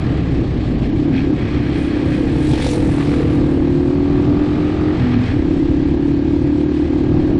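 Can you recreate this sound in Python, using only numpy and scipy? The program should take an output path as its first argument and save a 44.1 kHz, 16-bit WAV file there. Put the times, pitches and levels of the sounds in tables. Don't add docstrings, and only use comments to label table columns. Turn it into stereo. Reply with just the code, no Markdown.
import sys
import numpy as np
from scipy import signal
from scipy.fft import rfft, irfft, next_fast_len
from scipy.io import wavfile
from scipy.ndimage import uniform_filter1d

SR = 44100
rng = np.random.default_rng(int(sys.argv[2]) if len(sys.argv) > 2 else 0)


def transcribe(u):
    v = np.clip(np.atleast_2d(u).T, -1, 1)
    q = np.round(v * 32767).astype(np.int16)
    wavfile.write(sys.argv[1], SR, q)


def invert_db(level):
    return 10 ** (np.asarray(level, dtype=float) / 20)


N = 325899
TIME = np.arange(N) / SR
# start_s, level_db
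ROAD_LEVELS = [(0, -34), (.74, -36.5), (1.3, -38), (1.46, -33), (2.5, -35.5), (3.3, -32.5), (3.81, -39),
               (4.55, -33), (4.75, -33), (4.92, -32.5), (5.2, -32.5), (5.3, -33), (5.4, -35.5), (6.4, -40),
               (7.16, -36.5), (7.39, -39.5)]


def evened(x):
    return x / np.sqrt(np.mean(x ** 2) + 1e-20)


def steady(x):
    return x / np.sqrt(uniform_filter1d(x ** 2, size=SR // 5) + 1e-12)


def read(points, hz):
    f, value = np.transpose(points)
    return np.interp(np.log(hz + 1), np.log(f + 1), value)


def curves(rows):
    s, *columns = np.transpose(rows)
    return [np.interp(TIME, s, column) for column in columns]


def span(start, end, ramp_s):
    return np.clip(np.minimum(TIME - start, end - TIME) / ramp_s + .5, 0, 1)


def drift(rate_hz):
    knots = rng.standard_normal(1200)
    return np.interp(TIME * rate_hz, np.arange(1200), knots) * np.sqrt(1.5)


def ring(x, modes, moving_hz=None):
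    size, out, gain = next_fast_len(N), np.zeros(N), 0
    hz_axis = np.fft.rfftfreq(size, 1 / SR)
    for k, (hz, width, db) in enumerate(modes):
        r = np.exp(-np.pi * width / SR)
        if k == 0 and moving_hz is not None:
            turn = np.exp(2j * np.pi * np.cumsum(moving_hz) / SR)
            smooth = [[1 - r, 0, 0, 1, -r, 0]] * 2
            forward = signal.sosfilt(smooth, x / turn)
            both_ways = signal.sosfilt(smooth, forward[::-1])[::-1]
            out = invert_db(db) * (turn * both_ways).real
        else:
            slope = (1 - r) ** 2 / (1 - 2 * r * np.cos(2 * np.pi * (hz_axis - hz) / SR) + r ** 2)
            gain = gain + .5 * invert_db(db) * slope ** 2
    return out + irfft(rfft(x, size) * gain, size)[:N]


def coloured(colour, tilt=None, patchy_db=2.0, size=1024):
    frames, hz = 4 * N // size + 5, np.fft.rfftfreq(size, 1 / SR)
    real, imaginary, patches = rng.standard_normal((frames, len(hz), 3)).T
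    patches = uniform_filter1d(patches, size=10, axis=0)
    patches = evened(uniform_filter1d(patches, size=10, axis=1))
    field_db = read(colour, hz)[:, None] + patchy_db * patches
    if tilt is not None:
        at = np.minimum(np.arange(frames) * size // 4, N - 1)
        field_db = field_db + np.log2(np.maximum(hz, 2000) / 2000)[:, None] * tilt[at]
    spectra = (real + 1j * imaginary) * invert_db(field_db)
    return evened(signal.istft(spectra, nperseg=size, noverlap=3 * size // 4)[1][:N])


def dispersed(x, spread_s):
    size = next_fast_len(N + SR // 10)
    hz = np.fft.rfftfreq(size, 1 / SR)
    delay = spread_s * np.interp(hz, np.arange(300) * 90, rng.random(300))
    return irfft(rfft(x, size) * np.exp(-2j * np.pi * np.cumsum(delay) * hz[1]), size)[:N]


def firings(rate, rough, uneven_db, valve=0., firing_s=0.):
    jitter, valve_lead = .004, .44
    cycles = np.cumsum(rate * (1 + jitter * drift(20))) / SR
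    cycles = cycles + 1 - cycles[round(firing_s * SR)] % 1
    strength = invert_db(uneven_db * rng.standard_normal(400))[cycles.astype(int)]
    pulses = np.diff(np.floor(cycles), prepend=0)
    pulses = pulses + valve * np.diff(np.floor(cycles + valve_lead), prepend=0)
    pulses[0] = 0
    puffs = (.5 + np.exp(-(cycles % 1) / .5)) * rng.standard_normal(N) * strength
    return (1 - rough) * evened(pulses * strength) + rough * evened(puffs), cycles


def air_box(drive, cycles, level_db, over, coasting):
    # pitch_hz (the first is replaced by the moving note), width_hz, level_db
    box_modes = [(292, 73.3, 1), (511, 25, -34), (1613, 74, -35)]
    # pitch_hz, width_hz, level_db
    intake_modes = [(359, 86, -13.5), (512, 48, -26)]
    cruise_hz, hz_per_rate, swing_hz, shut_hz = 290, .8, 25.7, 250
    open_hz = cruise_hz + hz_per_rate * over + swing_hz * np.sin(2 * np.pi * cycles) + 0.87 * drift(15)
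    note_hz = open_hz + coasting * (shut_hz - open_hz)
    intake_gain = (1 - coasting) * invert_db(0.77 * over)
    return invert_db(level_db) * steady(ring(drive, box_modes, note_hz) + intake_gain * ring(drive, intake_modes))


def snarl(smeared, over):
    # pitch_hz, width_hz, level_db
    snarl_modes = [(620, 300, -4), (810, 260, 0), (1350, 700, -9)]
    cruise_db, db_per_rate = -48, 1.3
    return invert_db(cruise_db + db_per_rate * over) * steady(ring(smeared, snarl_modes))


def gear_whine(smeared, rate, coasting):
    order, full_db, full_rate, db_per_rate = 28.0, -45, 41.5, 3
    whine_db = full_db + db_per_rate * np.minimum(rate - full_rate, 0)
    return (1 - coasting) * invert_db(whine_db) * steady(ring(smeared, [(1200, 160, 0)], order * rate))


def exhaust_thump(cycles, coasting):
    # rate_multiple, loaded_db, coasting_change_db
    low_orders = [(1, -44, -3.5), (2, -27, 2), (3, -45.5, 17), (4, -32.5, -4.5), (5, -44, 2)]
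    thump = 0
    for k, loaded_db, change_db in low_orders:
        order_level = invert_db(loaded_db + coasting * change_db + 1.5 * drift(8.1))
        thump = thump + order_level * np.sin(2 * np.pi * (k * cycles + rng.random()))
    return np.sqrt(2) * thump


def engine():
    # start_s, firings_per_s
    revs = [(0, 40.8), (.23, 35.3), (.39, 31.6), (.56, 30.1), (.78, 26.4), (.93, 29.2), (1.1, 37.9),
            (1.2, 37.1), (1.26, 34.2), (1.4, 33.1), (1.95, 33.0), (2.38, 33.5), (2.72, 33.8), (2.93, 35.4),
            (3.32, 36.9), (3.47, 37.5), (3.97, 40.2), (4.4, 42.1), (4.66, 43.0), (4.92, 43.9), (4.97, 43.6),
            (5.03, 41.9), (5.16, 40.1), (5.24, 42.6), (5.4, 34.4), (5.476, 34.0), (5.6, 34.8), (5.73, 34.3),
            (5.81, 34.9), (5.93, 35.2), (6.0, 35.2), (6.13, 35.7), (6.6, 36.9), (7.09, 37.6), (7.21, 38.0),
            (7.29, 37.8), (7.39, 38.2)]
    # start_s, level_db
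    box_levels = [(0, -38), (.8, -25), (.95, -18), (1.07, -16), (1.12, -19), (1.17, -18.5), (1.23, -18),
                  (1.32, -15), (1.38, -27.5), (1.65, -18.5), (2.06, -18.5), (2.34, -16), (2.76, -20.5),
                  (2.86, -16.5), (4.16, -14.5), (4.73, -17.5), (4.9, -15.5), (4.98, -23), (5.03, -18),
                  (5.18, -15), (5.28, -21.5), (5.43, -15), (7.39, -15.5)]
    # start_s, end_s
    shut_spans = [(-1, .88), (1.12, 1.23), (4.97, 5.33)]
    # start_s, noise_share
    rough_rows = [(0, .03), (1.35, .03), (1.45, .16), (2.6, .12), (3, .04), (5.3, .04), (5.5, .15),
                  (6, .22), (6.9, .22), (7.39, .18)]
    full_db, rough_per_db = -17, .03
    valve_rate, valve_per_rate, valve_most = 36.2, .15, .35
    rate, level_db = curves(revs)[0], curves(box_levels)[0]
    coasting = np.clip(sum(span(start, end, .04) for start, end in shut_spans), 0, 1)
    over = rate - 33
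    rough = np.clip(curves(rough_rows)[0] + rough_per_db * np.maximum(full_db - level_db, 0), 0, 1)
    valve = np.clip(valve_per_rate * (rate - valve_rate), 0, valve_most) * (1 - coasting)
    drive, cycles = firings(rate, rough, 0.17, valve, firing_s=.0205)
    smeared = dispersed(drive, .014)
    box = air_box(drive, cycles, level_db, over, coasting)
    metal = snarl(smeared, over) + gear_whine(smeared, rate, coasting)
    return box + metal + exhaust_thump(cycles, coasting), cycles


def wind():
    # start_s, level_db
    wind_levels = [(0.0, -17.5), (0.12, -17), (1.5, -18), (2.42, -18), (3.37, -17), (3.9, -19),
                   (4.29, -16.5), (4.9, -18.5), (5.05, -16.5), (5.4, -18.5), (5.6, -18), (6.87, -21.5),
                   (7.3, -14.5)]
    # pitch_hz, relative_db_per_hz
    wind_colour = [(10, -48), (20, -14), (40, -8), (70, -7.5), (130, -3), (200, -9.5), (300, -5.5),
                   (450, -20), (800, -29), (1200, -54), (2000, -100)]
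    return invert_db(curves(wind_levels)[0] + 1.0 * drift(23)) * coloured(wind_colour, patchy_db=0.5, size=2048)


def road(cycles):
    # pitch_hz, relative_db_per_hz
    road_colour = [(240, -38), (400, -15.5), (439, -2), (515, -21), (557, -27), (807, -19), (985, -18),
                   (1170, -15), (1450, -24), (1650, -17.5), (3760, -26.5), (4290, -28), (6220, -41),
                   (8540, -45), (9500, -61.5), (12400, -95), (20900, -120)]
    # centre_s, change_db
    swells = [(0.188, 3), (.84, 6), (.99, 2.5), (1.18, 1), (2.545, 4), (2.609, 4.5), (2.68, -4.5),
              (3.01, 6.5), (3.131, 3.5), (3.2, 3.5), (5.134, 4), (5.285, 1)]
    swell_s, mean_db = 0.017, -36.5
    bright, dull_per_db = 0.73, 0.44
    level_db = curves(ROAD_LEVELS)[0]
    level_db = level_db + sum(change * np.exp(-((TIME - s) / swell_s) ** 2) for s, change in swells)
    tilt = bright - dull_per_db * (level_db - mean_db)
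    throb = 1 + 0.16 * np.cos(2 * np.pi * cycles) + 0.028 * np.cos(4 * np.pi * cycles + 1.0)
    hiss = coloured(road_colour, tilt + .6 * drift(12), patchy_db=1.0)
    return invert_db(level_db + 0.35 * drift(13)) * throb * hiss


def clatter(cycles):
    # pitch_hz, width_hz, level_db
    metal_modes = [(1520, 210, -11), (1637, 87, 6), (1870, 1500, 9.5), (2270, 84, 9.5), (2486, 270, 9),
                   (3200, 1200, 1), (3254, 180, 2), (4210, 950, -1.5), (5300, 1800, -9.5)]
    # start_s, end_s, level_db (added to the floor)
    light_load = [(1.134, 1.27, -39.5), (1.372, 2.691, -41.5), (4.69, 4.732, -44), (4.975, 5.103, -42),
                  (5.098, 5.17, -40), (5.175, 5.25, -44.5), (5.245, 5.326, -39.5)]
    floor_db, ramp_s = -48, 0.046
    knocks = (0.64 + np.exp(-(2 * cycles % 1) / 0.54)) * rng.standard_normal(N)
    loudness = invert_db(floor_db) + sum(invert_db(db) * span(start, end, ramp_s) for start, end, db in light_load)
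    return loudness * invert_db(2.0 * drift(21)) * evened(ring(knocks, metal_modes))


def fizz(level_db, doublings):
    # pitch_hz, relative_db_per_hz
    grit_colour = [(1500, -20), (3500, -5.5), (6000, 0), (8500, 2), (10500, -4), (11500, -13.5),
                   (12500, -38)]
    # pitch_hz, relative_db_per_hz
    tyre_colour = [(600, -30.5), (1200, -6), (2500, -3), (3800, -1.5), (5600, -11), (9000, -40)]
    grit_fall, tyre_fall, tyre_db = 8, 19.5, 10.5
    grit = invert_db(2.2 * drift(14) - grit_fall * doublings) * coloured(grit_colour, patchy_db=2.0)
    tyres = invert_db(tyre_db + 1.5 * drift(32) - tyre_fall * doublings) * coloured(tyre_colour, patchy_db=2.0)
    return invert_db(level_db) * (grit + tyres)


def oncoming(bike, pipe):
    # pitch_hz (the first is replaced by the moving note), width_hz, level_db
    pipe_modes = [(484.5, 126, 10.5), (135.6, 29, 10.5)]
    # pitch_hz, width_hz, level_db
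    rasp_modes = [(663, 350, 2), (870, 220, 2)]
    # pitch_hz, width_hz, level_db
    edge_modes = [(1240, 670, -8), (2200, 1200, -12), (3700, 1500, -27)]
    closing_m_per_s, gap_m, sound_m_per_s = 12, 2.1, 343
    pipe_behind_m = .35
    ahead_fall, behind_fall = 8, 6.5
    closest_s, rate, fizz_db, rasp_db, edge_db, firing_s = bike
    front_m = closing_m_per_s * (TIME - closest_s)
    doublings = np.log2(np.hypot(front_m, gap_m) / gap_m)
    along = front_m - pipe_behind_m
    distance = np.hypot(along, gap_m)
    doppler = 1 - closing_m_per_s / sound_m_per_s * along / distance
    drive, cycles = firings(rate * doppler, .2, 2.5, firing_s=firing_s)
    fall_db = np.where(along < 0, ahead_fall, behind_fall) * np.log2(distance / gap_m)
    body = ring(dispersed(drive, .002), rasp_modes)
    edge = invert_db(edge_db) * ring(dispersed(drive, .004), edge_modes)
    rasp = invert_db(rasp_db - fall_db) * steady(body + edge)
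    level_db, note_hz = curves(pipe)
    heard = span(pipe[0][0], pipe[-1][0], 0.043)
    exhaust = heard * invert_db(level_db) * steady(ring(drive, pipe_modes, note_hz))
    bite = 0.62 + .8 * np.exp(-(cycles % 1) / 0.36)
    return exhaust + rasp, bite * fizz(fizz_db, doublings)


def drone(rows):
    hz, level_db = curves(rows)
    heard = span(rows[0][0], rows[-1][0], .04) * invert_db(level_db + 1.0 * drift(5.3))
    return np.sqrt(2) * heard * np.sin(2 * np.pi * np.cumsum(hz * (1 + 0.013 * drift(15))) / SR)


def stereo_side(mid, fizzes):
    hiss_db, lag_db, fizz_db = -34, -45, -13.5
    hiss = coloured([(100, -28.0), (3000, -13.5), (7000, -6.5), (9500, -15.5), (12000, -48.0)])
    side = invert_db(hiss_db + curves(ROAD_LEVELS)[0] + 3.0 * drift(9)) * hiss
    side = side + invert_db(lag_db) * np.roll(mid, shift=SR // 50)
    return side + invert_db(fizz_db) * np.roll(np.diff(fizzes, prepend=0), shift=SR // 70)


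def scene():
    # closest_s, firings_per_s, fizz_db, rasp_db, edge_db (over the rasp), one_firing_s
    bikes = [(2.632, 45.0, -43, -32.5, -3, 2.779), (3.07, 44.4, -51.5, -36.5, 8.5, 3.391)]
    # start_s, level_db, pitch_hz
    pipes = [
        [(1.9, -44, 510), (2.004, -33, 520), (2.22, -25.5, 486), (2.29, -30, 450), (2.38, -30, 460),
         (2.47, -23, 470), (2.516, -40, 463), (2.56, -28.5, 510), (2.66, -24, 512), (2.744, -21.5, 460),
         (2.81, -22.5, 505), (2.95, -35, 466)],
        [(3.05, -32, 470), (3.204, -21, 462), (3.268, -20, 450), (3.288, -32, 450), (3.332, -26, 500.5),
         (3.4, -29, 486), (3.6, -30, 447)],
    ]
    # start_s, pitch_hz, level_db
    drone_tables = [
        [(2.3, 140, -34), (2.4, 139, -20), (2.64, 135, -31), (2.9, 135.4, -31), (3.0, 148, -24),
         (3.38, 145.3, -19), (3.6, 148.3, -26.5), (3.8, 150, -24)],
        [(4.98, 123.5, -41), (5.03, 125.4, -22), (5.1, 123.7, -26), (5.17, 104.1, -16), (5.23, 112, -20),
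         (5.3, 92.8, -23.5), (5.37, 80, -30), (5.48, 70.3, -25), (5.55, 70.4, -32)],
    ]
    own, cycles = engine()
    background = wind() + road(cycles) + clatter(cycles)
    notes, fizzes = np.sum(list(map(oncoming, bikes, pipes)), axis=0)
    mid = own + background + notes + fizzes + sum(map(drone, drone_tables))
    side = stereo_side(mid, fizzes)
    return np.array([mid + side, mid - side])


def gated(x):
    gate_hz, gate_db, db_per_khz = 6800, -83, -.5
    bins = 16
    hz, _, z = signal.stft(x, SR, nperseg=1024, noverlap=512)
    band = np.arange(len(hz)) // bins
    power = np.add.reduceat((abs(z) ** 2).mean(0), np.arange(0, len(hz), bins), axis=0)[band] / bins
    edge_hz = hz[band * bins][:, None]
    threshold = invert_db(gate_db + db_per_khz * (edge_hz - gate_hz) / 1000) ** 2
    shut = (power < threshold) & (edge_hz > gate_hz)
    return signal.istft(z * ~shut, SR, nperseg=1024, noverlap=512)[1][:, :N]


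def top_cut(x):
    return signal.sosfilt(signal.butter(12, 11530, fs=SR, output="sos"), x)


def record(dry):
    overloaded = 0.69 * np.tanh(dry / 0.71)
    mix = gated(overloaded)
    return top_cut(mix)


dry = scene()
out = record(dry)
transcribe(out)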